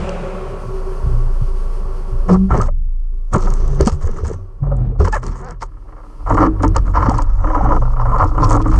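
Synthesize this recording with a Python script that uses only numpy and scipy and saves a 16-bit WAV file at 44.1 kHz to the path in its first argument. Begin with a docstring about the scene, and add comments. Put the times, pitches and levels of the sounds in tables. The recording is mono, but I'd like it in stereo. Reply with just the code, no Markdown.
"""Surfboard in the shore break

A camera in a sealed housing rides on a surfboard and hears mostly structure-borne sound. The board
flexes and rings low, water slaps and hands rub it into the housing's resonances, the mount creaks and
bubbles pop. Surf hisses faintly through the shell, and a wide wash dies away at the start."""
import sys
import numpy as np
from scipy import signal
from scipy.fft import rfft, irfft, next_fast_len
from scipy.io import wavfile
from scipy.ndimage import uniform_filter1d, minimum_filter1d

SR = 44100
rng = np.random.default_rng(int(sys.argv[2]) if len(sys.argv) > 2 else 0)


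def to_wav(s):
    """Save 16-bit WAV."""
    ch = np.atleast_2d(s).T  # columns
    pcm = np.round(np.clip(ch, -1, 1) * 32767)  # PCM
    wavfile.write(sys.argv[1], SR, pcm.astype(np.int16))


N = 387638

# off-centre shoves that twist the board: peak t/s, f/Hz, level/dB, decay/(dB/s)
TWIST_SHOVES = [(0.0, 71.3, -25, 65), (1.12, 59, -22.5, 82), (1.63, 50.25, -32, 5),
                (2.36, 53.14, -16.5, 39), (2.6, 70.5, -20, 57), (3.62, 51.03, -19, 38.5),
                (4.25, 63.1, -24.5, 110.5), (4.68, 45.65, -15, 26.5), (5.06, 40.53, -10.5, 143.5),
                (5.3, 39.67, -20.5, 95), (5.51, 45.15, -30.5, 16.5), (6.29, 46.38, -16.5, 11),
                (6.65, 42, -13, 8), (6.99, 50.56, -15, 12.5), (7.3, 44.16, -14, 19.5),
                (7.64, 53.34, -13.5, 33), (8.04, 46.67, -18, -0.5), (8.38, 46.2, -17.5, 33),
                (8.76, 50.56, -8.5, 20)]
# higher board modes, selected by water load and grip: peak t/s, f/Hz, level/dB, decay/(dB/s)
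RING_SHOVES = [(0.1, 179, -26.5, 60), (0.66, 115.5, -30, 149.5), (1.09, 119.4, -17.5, 86),
               (2.13, 113.8, -33, 77), (2.308, 184.4, -7.5, 78), (2.375, 187, -9, 111),
               (2.53, 111.5, -18, 91), (3.35, 95.1, -14.5, 303), (3.52, 122.9, -22, 190),
               (3.7, 141.6, -15, 61.5), (3.8, 100, -19.5, 172), (4.12, 98.9, -31, 25),
               (4.36, 93.5, -14, 202), (4.635, 138, -17, 48), (4.76, 123.9, -18, 30.5),
               (5.03, 89.7, -16.5, 94), (6.32, 104.3, -16, 63), (6.6, 92.7, -23.5, 6),
               (7.06, 114.6, -20, 52.5), (7.42, 100.3, -29, 2.5), (7.63, 119.4, -20, 13.5),
               (7.98, 120.1, -20, 30), (8.22, 87.63, -21, 80.5), (8.45, 106.9, -14, 41),
               (8.69, 116.6, -24.5, -6)]
# modes of the plastic mount and its buckle: f/Hz, level/dB, T60/s
MOUNT_MODES = [(2700, -3.5, 0.0028), (3240, -6.5, 0.011), (4480, -1.5, 0.0073), (4940, 1, 0.0075),
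               (5600, 4, 0.0024)]
BUCKLE_MODES = [(6750, 5, 0.0029), (7790, 1.2, 0.011), (8290, 1.5, 0.0024)]
# water and hands dragging on the deck: t/s, length/s, level/dB, relative creak/dB, relative boom/dB
DRAGS = [(2.29, 0.063, -23, -18, 7.5), (2.504, 0.094, -21.5, -21, 2.5), (2.615, 0.041, -28.5, -8.5, -27),
         (3.334, 0.031, -17, -15, 3.5), (3.382, 0.12, -30.5, -10.5, 0.5), (3.512, 0.29, -41, -10.5, 9.5),
         (3.795, 0.044, -30, -8.5, 9.5), (3.859, 0.026, -26, -1.5, -1), (3.919, 0.014, -33, -4.5, 0),
         (4.016, 0.19, -38, -9, 1.5), (4.245, 0.092, -35, -6, 2.5), (4.622, 0.12, -39.5, -33, 3.5),
         (4.745, 0.21, -50, -27, -12.5), (5.001, 0.015, -22.5, -12, 9.5), (5.044, 0.032, -24, -9.5, -3),
         (5.127, 0.043, -22.5, -10, -9), (5.23, 0.043, -30.5, -6.5, 3), (5.29, 0.097, -39, -10, -1),
         (5.397, 0.13, -36.5, -18.5, -0.5), (5.621, 0.011, -27.5, -3, -5), (5.671, 0.22, -54, -35, 3),
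         (5.856, 0.41, -45.5, -35, -3), (6.262, .03, -28, -28, -13), (6.299, 0.046, -15, -25, -1.5),
         (6.374, 0.095, -14.5, -28.5, 1.5), (6.599, 0.034, -35.5, -36, 13.5),
         (6.634, 0.013, -14, -20.5, -1), (6.752, 0.028, -23.5, -17.5, -6), (6.85, 0.057, -32.5, -18.5, -4),
         (6.948, 0.14, -17.5, -27.5, -10), (7.08, 0.14, -23.5, -18.5, -7.5), (7.22, 0.25, -34, -22, -25),
         (7.439, 0.18, -20.5, -29, -6), (7.573, .19, -19, -28.5, -4), (7.814, 0.059, -29.5, -24.5, -31),
         (7.868, 0.064, -36.5, -23, -15), (7.964, 0.077, -26, -32, -28), (8.055, 0.12, -19.5, -32, -17),
         (8.185, 0.06, -16, -20, -8.5), (8.271, 0.028, -31, -15, -2), (8.312, 0.06, -29.5, -30, 0),
         (8.381, 0.1, -18.5, -23, -3.5), (8.493, 0.047, -15, -18, -9), (8.534, 0.031, -14.5, -21.5, -3),
         (8.591, .02, -24.5, -14, 2.5), (8.649, 0.039, -26, -25, 8), (8.701, 0.12, -27, -13, -1)]
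# bubbling while the board is under water: t/s, level/dB
UNDERWATER = [(3.299, -51), (3.45, -50), (3.9, -48), (4.02, -52), (4.052, -27.5), (4.322, -35),
              (4.451, -52.5), (4.95, -51), (5.03, -41), (5.299, -52)]

TWIST_RISE_DB_S, RING_RISE_DB_S, DRAG_RISE_DB_S, DRAG_FALL_DB_S = 197, 700, 1488.5, 799
DIVE_S, SURFACE_S = UNDERWATER[0][0], UNDERWATER[-1][0]
LIFTED_S = 5.7  # the board leaves the water


def undb(db):
    """Amplitude ratio of a level in decibels."""
    return 10 ** (np.asarray(db) / 20)


def unit(x):
    """Normalisation to rms 1."""
    return x / np.sqrt(np.mean(x ** 2))


def curves(table):
    """Linear interpolation of each column over time, one value a sample."""
    times, *columns = np.transpose(table)
    return [np.interp(np.arange(N) / SR, times, column) for column in columns]


def walk(rate):
    """Slow random modulation: levels held 1 / rate s and smoothed twice; rms 1."""
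    hold = int(SR / rate)
    steps = np.repeat(rng.standard_normal(N // hold + 1), hold)
    return unit(uniform_filter1d(uniform_filter1d(steps, hold), hold)[:N])


def coloured(spectrum):
    """Spectral shaping of white noise; rms 1."""
    hz, db = np.transpose(spectrum)
    size = next_fast_len(N)
    gain = undb(np.interp(np.log(np.fft.rfftfreq(size, 1 / SR) + 1), np.log(hz), db))
    return unit(irfft(rfft(rng.standard_normal(size)) * gain, size)[:N])


def response(modes):
    """Modal superposition: an impulse response of damped sinusoids; energy 1."""
    t = np.arange(SR // 2) / SR
    ring = sum((-1) ** k * undb(db) / np.sqrt(t60) * np.sin(2 * np.pi * hz * t) * 1000. ** (-t / t60)
               for k, (hz, db, t60) in enumerate(modes))
    return ring / np.sqrt(np.sum(ring ** 2))


def excite(force, modes):
    """Forced vibration: the force convolved with the impulse response."""
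    return signal.oaconvolve(force, response(modes))[:N]


def grit(rate, spread_db):
    """Shot noise: a Poisson train of slips of uneven size; rms 1."""
    slips = (rng.random(N) < rate / SR) * rng.standard_normal(N)
    return unit(slips * undb(spread_db * np.minimum(rng.exponential(size=N), 3)))


def judder(rate, decay_s, rest):
    """Stick-slip envelope: jolts at uneven gaps relax to a resting level; rms 1."""
    gaps, sizes = rng.random((N * rate // SR * 2, 2)).T
    at = np.cumsum((.4 + 1.2 * gaps) * SR / rate).astype(int)
    jolts = np.zeros(N)
    jolts[at[at < N]] = (0.051 + sizes)[at < N]
    return unit(rest + signal.lfilter([1], [1, -np.exp(-1 / (decay_s * SR))], jolts))


def strikes(table, modes, decay_s, ring_s):
    """Impact excitation: a noise burst for each row rings the modes, peaking at the row's level."""
    out, ring = np.zeros(N + SR), response(modes)[:int(ring_s * SR)]
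    fade = np.exp(-np.arange(int(6 * decay_s * SR)) / (decay_s * SR))
    for (s, db), push in zip(table, rng.standard_normal((len(table), len(fade)))):
        hit = signal.oaconvolve(push * fade, ring)
        out[int(s * SR):int(s * SR) + len(hit)] += undb(db) * hit / np.abs(hit).max()
    return out[:N]


def strongest(s, length, db, rise_db_s, fall_db_s):
    """Upper envelope of events that rise, hold and decay: its level and the dominant row."""
    grid = np.arange(N * 1000 // SR + 2) / 1000
    s, length, db, fall_db_s = (np.reshape(v, (-1, 1)) for v in (s, length, db, fall_db_s))
    before, after = np.maximum(s - grid, 0), np.maximum(grid - s - length, 0)
    level = db - rise_db_s * before - np.abs(fall_db_s) * after
    t = np.arange(N) / SR
    return np.interp(t, grid, level.max(0)), level.argmax(0)[(t * 1000).astype(int)]


def shoved(table, rise_db_s):
    """Frequency and level of a mode, both set by the dominant shove."""
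    s, hz, db, fall_db_s = np.transpose(table)
    level, row = strongest(s, 0, db, rise_db_s, fall_db_s)
    return hz[row], level


def board_mode(hz, db, waver, octave_db):
    """Asymmetric oscillation: the lopsided swing adds an octave to a wavering sine."""
    phase = 2 * np.pi * np.cumsum(hz * (1 + waver * walk(11))) / SR
    return np.sqrt(2) * undb(db) * (np.sin(phase) + undb(octave_db) * np.cos(2 * phase))


def flexing():
    """Flexural vibration: each shove sets the whole board bending."""
    # shoves: peak t/s, f/Hz, level/dB, decay/(dB/s)
    shoves = [(0.0, 30.1, -25.5, 1.5), (0.75, 28.42, -19.5, 3), (1.15, 27.63, -11, 9.5),
              (2.2, 27.35, -11, 86.5), (2.64, 27.85, -12.5, 10), (3.47, 27.63, -9, 33),
              (3.62, 27.4, -10.5, 35), (3.79, 25.6, -15, 202), (4.09, 21.57, -12.5, 130.5),
              (4.27, 24.3, -23, 195), (4.45, 31.6, -30.5, 45), (4.9, 34.6, -19.5, 156),
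              (5.07, 34.3, -17.5, 50), (5.63, 31, -29, 27.5), (6.31, 28.98, -18.5, 26),
              (6.8, 25.42, -17, 38), (7.25, 25.06, -12, 12), (7.72, 25.09, -10.5, 8.5),
              (8.49, 27.48, -10.5, 50), (8.72, 28.6, -11, 64)]
    return board_mode(*shoved(shoves, rise_db_s=88.5), waver=0.0085, octave_db=-18.5)


def twisting():
    """Torsional vibration: shoves off centre twist the board."""
    return board_mode(*shoved(TWIST_SHOVES, TWIST_RISE_DB_S), waver=0.02942, octave_db=-10.5)


def buffeting():
    """Broadband forcing: chop shakes the board between its modes, in step with their level."""
    twist_db = shoved(TWIST_SHOVES, TWIST_RISE_DB_S)[1]
    ring_db = shoved(RING_SHOVES, RING_RISE_DB_S)[1]
    band = signal.butter(2, [30, 190], "bandpass", fs=SR, output="sos")
    shake = unit(signal.sosfilt(band, rng.standard_normal(N)))
    return shake * undb(np.maximum(twist_db, ring_db) - 20 + 6.6 * walk(12))


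def surf():
    """Transmission through the shell: a muffled roar, the hollow board resonating, and thin spray."""
    # surf: t/s, level/dB, relative spray/dB
    swells = [(0.0, -29, -37), (0.3, -19.5, -35.5), (.9, -20, -31.5), (1.3, -23.5, -29), (2.27, -24.5, -30),
              (2.45, -33.5, -24.5), (2.74, -53.5, -21), (3.33, -42.5, -27), (3.52, -23, -35),
              (4.11, -32, -30), (4.55, -38, -33.5), (4.95, -47, -29.5), (5.29, -37, -44), (5.73, -46, -25),
              (6.29, -45, -14.5), (6.49, -26, -37), (6.71, -26, -34), (7.46, -51.5, -20), (7.61, -26, -41),
              (7.81, -40, -20), (8.72, -39, -22), (8.79, -43, -34.5)]
    # spectral densities: f/Hz, level/dB
    roar_spectrum = [(35, -28.5), (60, -1.5), (182, -9.5), (323, -37.5), (378, -11), (682, -20.5),
                     (1130, -20.5), (1510, -29), (3800, -61.5), (4940, -81), (8360, -120)]
    spray_spectrum = [(1470, -11), (3010, -10), (3740, -18), (4450, -10.5), (6470, -15), (7100, -18.5),
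                      (9170, -15), (11900, -25.5), (14500, -33.5), (20200, -120)]
    # hollow board: f/Hz, level/dB, T60/s
    hollow_modes = [(183, -3.5, 0.1), (381, 6, 0.25), (569, -3.5, 0.087), (941, -8, 0.088),
                    (1121, -1.5, 0.08), (1352, -9, 0.063)]
    db, spray_db = curves(swells)
    roar = coloured(roar_spectrum) * undb(walk(5.7))
    hum = undb(-1.5) * excite(grit(900, 0.6), hollow_modes)
    spray = coloured(spray_spectrum) * undb(db + spray_db + walk(27))
    return (roar + hum) * undb(db - 11.5) + spray


def wash():
    """Antiphase between the ears widens a rush that fades in the first second."""
    # fade: t/s, level/dB
    fade = [(0, -13), (.5, -22), (.85, -38), (1.1, -42), (1.6, -90)]
    # spectral densities: f/Hz, level/dB
    side_spectrum = [(30, -1), (80, -27.5), (112, -5), (149, -13), (214, 3.5), (272, -36), (371, -1.5),
                     (531, -4.5), (628, -9), (742, -5.5), (1420, -31.5), (1840, -25), (3440, -47),
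                     (9170, -61), (20200, -120)]
    centre_spectrum = [(82, -33.5), (140, -11.5), (182, 3), (272, -27.5), (373, -0.5), (485, -17.5),
                       (558, 3.5), (653, -17.5), (1340, -15.5), (1900, -25.5), (2500, -22.5), (3600, -34),
                       (9170, -43), (20200, -120)]
    db, = curves(fade)
    sides = undb(walk(14)) * coloured(side_spectrum) * np.array([[.85], [-1.15]])
    return undb(db) * (sides + undb(-12) * coloured(centre_spectrum))


def ringing():
    """Amplitude modulation: chop makes the board's higher modes flutter."""
    hz, db = shoved(RING_SHOVES, RING_RISE_DB_S)
    return board_mode(hz, db + 4 * walk(25), waver=0.0191, octave_db=-23)


def plops():
    """Air-pocket resonance: each pocket swells and dies away at one frequency."""
    # pockets: t/s, peak level/dB, f/Hz, length/cycles
    pockets = [(.091, -24.5, 2780, 5), (2.295, -12, 466, 4.6), (2.34, -19.5, 1138, 13),
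               (2.512, -17, 1360, 14), (2.607, -12.5, 1246, 8), (2.58, -18, 404, 6.4),
               (2.684, -25, 580, 5.6), (3.473, -22, 1093, 6.2), (4.09, -22, 457.5, 3),
               (4.186, -22, 1237, 3.7), (4.301, -17, 434, 1.3), (4.715, -19, 559, 5.4),
               (4.92, -29, 452, 5.7), (5.005, -15.5, 418.2, 5.9), (5.04, -20, 497, 3.3),
               (5.08, -21, 444, 4.8), (5.15, -25, 1224, 10.15), (6.972, -9, 1013, 3.7),
               (7.114, -10.5, 780, 3.7), (7.186, -9.5, 992, 5), (7.53, -17.5, 990, 33),
               (7.608, -10.5, 790, 4.6), (7.655, -11.5, 783, 5.4), (7.702, -15, 992.4, 18),
               (8.128, -13.5, 1050, 17.8), (8.207, -11.5, 1061, 14), (8.424, -9, 1038, 17.5),
               (8.6, -13, 1049, 7.9)]
    out = np.zeros(N + SR)
    for s, db, hz, length in pockets:
        cycles = np.arange(int(6 * length * SR / hz)) * hz / SR
        swell = np.e * 2 * cycles / length * np.exp(-2 * cycles / length)
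        out[int(s * SR):int(s * SR) + len(cycles)] += undb(db) * swell * np.sin(2 * np.pi * cycles)
    return out[:N]


def snaps():
    """Impulse excitation of heavily damped plastic: mount and buckle tick."""
    # snaps of the whole mount, and thinner ones of the buckle alone: t/s, peak level/dB
    mount_ticks = [(0.0933, -25.5), (2.577, -26), (2.6144, -19), (3.8098, -14.5), (3.8601, -21),
                   (3.873, -8.5), (5.003, -32), (5.0824, -24.5), (5.2376, -33), (5.2653, -26),
                   (5.5083, -29.5), (6.6789, -23.5), (6.7645, -12), (7.0953, -21), (7.1826, -21.5),
                   (7.221, -25.5), (8.5074, -21)]
    buckle_ticks = [(3.3818, -27), (3.4277, -25), (3.4806, -33), (3.503, -24.5), (3.5384, -20.5),
                    (3.679, -30.5), (3.7484, -31), (4.0548, -34), (4.0732, -28.5), (4.114, -35),
                    (4.6329, -49), (4.7671, -39), (5.4456, -35)]
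    return (strikes(mount_ticks, MOUNT_MODES + BUCKLE_MODES, decay_s=0.001, ring_s=.02)
            + strikes(buckle_ticks, BUCKLE_MODES, decay_s=0.00061, ring_s=.02))


def thumps():
    """Transient and free decay: a knock swings heavily, then low modes ring on unless submerged."""
    # knocks of waves and knees: t/s, level/dB, f/Hz
    knocks = [(1.029, -14, 53.6), (1.062, -11, 111.5), (1.414, -12, 116), (2.119, -20, 61.8),
              (2.507, -5.5, 52.08), (2.584, -8, 177), (3.337, -7.5, 91.2), (3.801, -4.5, 63),
              (3.806, -3, 377), (3.869, -1, 218), (3.923, -9.5, 77.5), (4.037, -8.5, 76), (4.227, -8.5, 70),
              (4.234, -19.5, 418), (4.312, -14.5, 406), (4.622, -12, 112.9), (4.993, -3.5, 67.3),
              (6.638, -4.5, 293), (6.756, -11.5, 51.26), (6.973, -5, 65.5), (7.08, -11, 71.65),
              (7.085, -5, 250), (8.555, -7, 292), (8.22, -6, 90.3), (8.417, -9.5, 140)]
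    # board: f/Hz, level/dB, T60/s
    low_modes = [(58.5, -5, 1), (118.3, -6.5, 0.57)]
    swings, pushes = np.zeros(N), np.zeros(N)
    for s, db, hz in knocks:
        at = int(s * SR)
        cycles = np.arange(int(5 * SR / hz)) * hz / SR
        swing = 3.4 * cycles * np.exp(-cycles / .8) * np.sin(2 * np.pi * cycles)
        swings[at:at + len(swing)] += undb(db) * swing
        if not DIVE_S < s < SURFACE_S:
            pushes[at] = undb(db - 7)
    soft = signal.windows.hann(int(0.007 * SR))
    tails = signal.oaconvolve(excite(pushes, low_modes), soft / soft.sum())[:N]
    return swings + tails / np.abs(response(low_modes)).max()


def housing(ring):
    """Housing resonance: ring(modes) sounds three groups; grip and water load weight the outer two."""
    # mode groups: f/Hz, level/dB, T60/s
    low_modes = [(442, -1.5, 0.079), (488.4, 2.5, 0.065), (551, 7, 0.032), (764, 4.5, 0.033)]
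    mid_modes = [(901, 6.5, 0.049), (1015, 10, 0.022), (1161, 8.5, 0.039), (1246, 9, 0.034),
                 (1370.5, 4.5, 0.02)]
    high_modes = [(1672, 4, 0.008), (2270, -6, 0.0063), (2570, -15.5, 0.01), (3066, -17, 0.02)]
    # effect of the load: t/s, low-mode level/dB, high-mode level/dB
    loading = [(2.3, 1, -15), (2.6, -3.5, -11.5), (3.3, -8, -16.5), (3.8, -1, -8), (4.3, -7.5, -9),
               (4.62, 6.5, -14.5), (4.96, 9.5, -28), (5.05, -11, -10), (5.62, -6.5, -9), (6.3, -2.5, -17.5),
               (6.7, -5.5, -13), (6.95, -7.5, -16.5), (7.6, -3.5, -17), (7.8, -5.5, -22.5),
               (8.5, -4.5, -20.5), (8.75, -6.5, -13.5)]
    low_db, high_db = curves(loading)
    return ring(mid_modes) + undb(low_db) * ring(low_modes) + undb(high_db) * ring(high_modes)


def deck(force):
    """Boundary conditions: the deck has other, shorter-lived modes afloat than when held."""
    # deck: f/Hz, level/dB, T60/s
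    afloat_modes = [(166, 1, 0.029), (374.2, -0.68, 0.078), (422, -1.7, 0.011)]
    held_modes = [(177.74, 1.5, 0.28), (253.3, 0, 0.17), (287.7, 8, 0.13), (317.95, 7.5, 0.21),
                  (445, 0, 0.18)]
    afloat = np.arange(N) < LIFTED_S * SR
    return excite(force * afloat, afloat_modes) + excite(force * ~afloat, held_modes)


def rubbing():
    """Friction: slips ring housing and deck; mount and buckle hiss when wet and tick when strained."""
    s, length, db, creak_db, boom_db = np.transpose(DRAGS)
    db, row = strongest(s, length, db, DRAG_RISE_DB_S, DRAG_FALL_DB_S)
    creak_db, boom_db = creak_db[row], boom_db[row]
    grip = judder(rate=45, decay_s=.011, rest=.25)
    slips = grit(1300, 2.5) * grip * undb(db - 2.5)
    rub = housing(lambda modes: excite(slips, modes))
    boom = deck(grit(1500, 1.5) * undb(db + boom_db + 1.8 * walk(50)))
    # the mount is strained most when carried by hand
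    strain = np.clip((creak_db + 34) / 14, 0, 1) * np.where(np.arange(N) < LIFTED_S * SR, .6, .95)
    ticks = judder(rate=140, decay_s=.0012, rest=.06) * undb(2.5 * walk(60))
    force = (strain * ticks + (1 - strain) * grip) * undb(db + creak_db - 8.5)
    creak = sum(excite(force * rng.standard_normal(N) * undb(4.2 * walk(40)), modes)
                for modes in (MOUNT_MODES, BUCKLE_MODES))
    return rub + boom + creak


def glugs(db, first_s, last_s, low_hz, pitch_ratio, count):
    """Damped oscillation of random bubbles, each a few cycles of slightly rising pitch."""
    out = np.zeros(N + SR)
    for when, pitch, size in rng.random((count, 3)):
        at = int((first_s + when * (last_s - first_s)) * SR)
        hz = low_hz * pitch_ratio ** pitch
        cycles = np.arange(int(10 * SR / hz)) * hz / SR
        swell = cycles * np.exp(-cycles / 1.6)
        chirp = np.sin(2 * np.pi * cycles * (1 + .006 * cycles))
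        out[at:at + len(cycles)] += undb(db[at] + 12 * size) * swell * chirp
    return out[:N]


def bubbles():
    """Bubble resonance: low glugs round the submerged housing, higher gurgles with each drag."""
    s, length, db = np.transpose(DRAGS)[:3]
    gurgle_db = strongest(s, length, db, DRAG_RISE_DB_S, DRAG_FALL_DB_S)[0] - 3.5
    drowned = glugs(curves(UNDERWATER)[0], DIVE_S, SURFACE_S, low_hz=126.6, pitch_ratio=5.3, count=80)
    return drowned + glugs(gurgle_db, 0, (N - 1) / SR, low_hz=726, pitch_ratio=1.74, count=350)


def slaps():
    """Impact excitation: each slap cracks in the housing's modes."""
    # slaps and jolts: t/s, level/dB
    hits = [(2.294, -12), (2.504, -10), (2.684, -19), (3.329, -11.5), (3.344, -1), (3.471, -13.5),
            (3.804, -8), (3.872, -5), (4.716, -23), (5.001, -11.5), (5.049, -13), (5.073, -8.5),
            (5.62, -17.5), (5.63, -21.5), (6.262, -18.5), (6.305, -1), (6.382, -8), (6.6, -21.5),
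            (6.632, -3), (6.759, -2), (6.951, -6.5), (7.074, -10.5), (7.441, -10.5), (7.654, -17),
            (7.702, -9.5), (7.819, -11), (7.852, -17), (7.933, -21), (8.053, -12), (8.207, -8), (8.229, -9),
            (8.378, -6), (8.421, -6.5), (8.602, -17), (8.657, -9.5)]
    return undb(-4.5) * housing(lambda modes: strikes(hits, modes, decay_s=0.0042, ring_s=.12))


def fizz():
    """Incoherent summation: countless tiny bursting bubbles merge into a narrow hiss."""
    # foam on the shell: t/s, length/s, level/dB
    foam = [(3.403, .42, -54.5), (4.02, 0.31, -58.5), (7.447, .35, -59)]
    # resonances of the hiss: f/Hz, level/dB, T60/s
    hiss_modes = [(6067, 0.5, 0.0056), (2840, -10.5, 0.0079)]
    db = strongest(*np.transpose(foam), rise_db_s=200.5, fall_db_s=200.5)[0]
    return excite(rng.standard_normal(N) * undb(db), hiss_modes)


def squeaks():
    """Stick-slip oscillation: a lopsided wave with uneven periods, dulled by the board."""
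    # wet skin skidding on wax: t/s, length/s, start f/Hz, end f/Hz, level/dB, relative pitch jitter
    skids = [(5.124, 0.029, 866, 867, -15, 0.03), (5.153, 0.024, 679, 495, -20, 0.01),
             (5.407, 0.087, 239, 272, -33.5, 0.03), (5.463, 0.063, 261.6, 243, -31.5, 0.06)]
    out, wobble = np.zeros(N), walk(350)
    for s, length, start_hz, end_hz, db, jitter in skids:
        at, size = int(s * SR), int(length * SR)
        hz = np.linspace(start_hz, end_hz, size) * (1 + jitter * wobble[at:at + size])
        phase = 2 * np.pi * np.cumsum(hz) / SR
        wave = sum(undb(-2.5 * k) * np.sin((k + 1) * phase) for k in range(10))
        out[at:at + size] += undb(db) * wave * np.sin(np.linspace(0, np.pi, size)) ** 0.79
    return signal.sosfilt(signal.butter(5, [380, 1900], "bandpass", fs=SR, output="sos"), out)


def scene():
    """Superposition: all but the wash reaches both channels alike."""
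    board = flexing() + twisting() + ringing() + buffeting() + thumps()
    contact = rubbing() + slaps() + snaps() + squeaks() + bubbles() + plops() + fizz()
    shell = signal.butter(4, 8800, fs=SR, output="sos")  # the sealed shell passes little high treble
    return board + signal.sosfilt(shell, contact) + surf() + wash()


def record(dry):
    """Look-ahead limiting eases the gain down around the loudest peaks; a low-pass cuts the top."""
    ceiling, window, top_hz = .95, int(.004 * SR), 15500
    gain = np.minimum(1, ceiling / (np.abs(dry).max(0) + 1e-9))
    held = minimum_filter1d(gain, 2 * window)
    eased = uniform_filter1d(uniform_filter1d(held, window), window)
    return signal.sosfilt(signal.ellip(8, .2, 70, top_hz, fs=SR, output="sos"), dry * eased)


dry = scene()
out = record(dry)
to_wav(out)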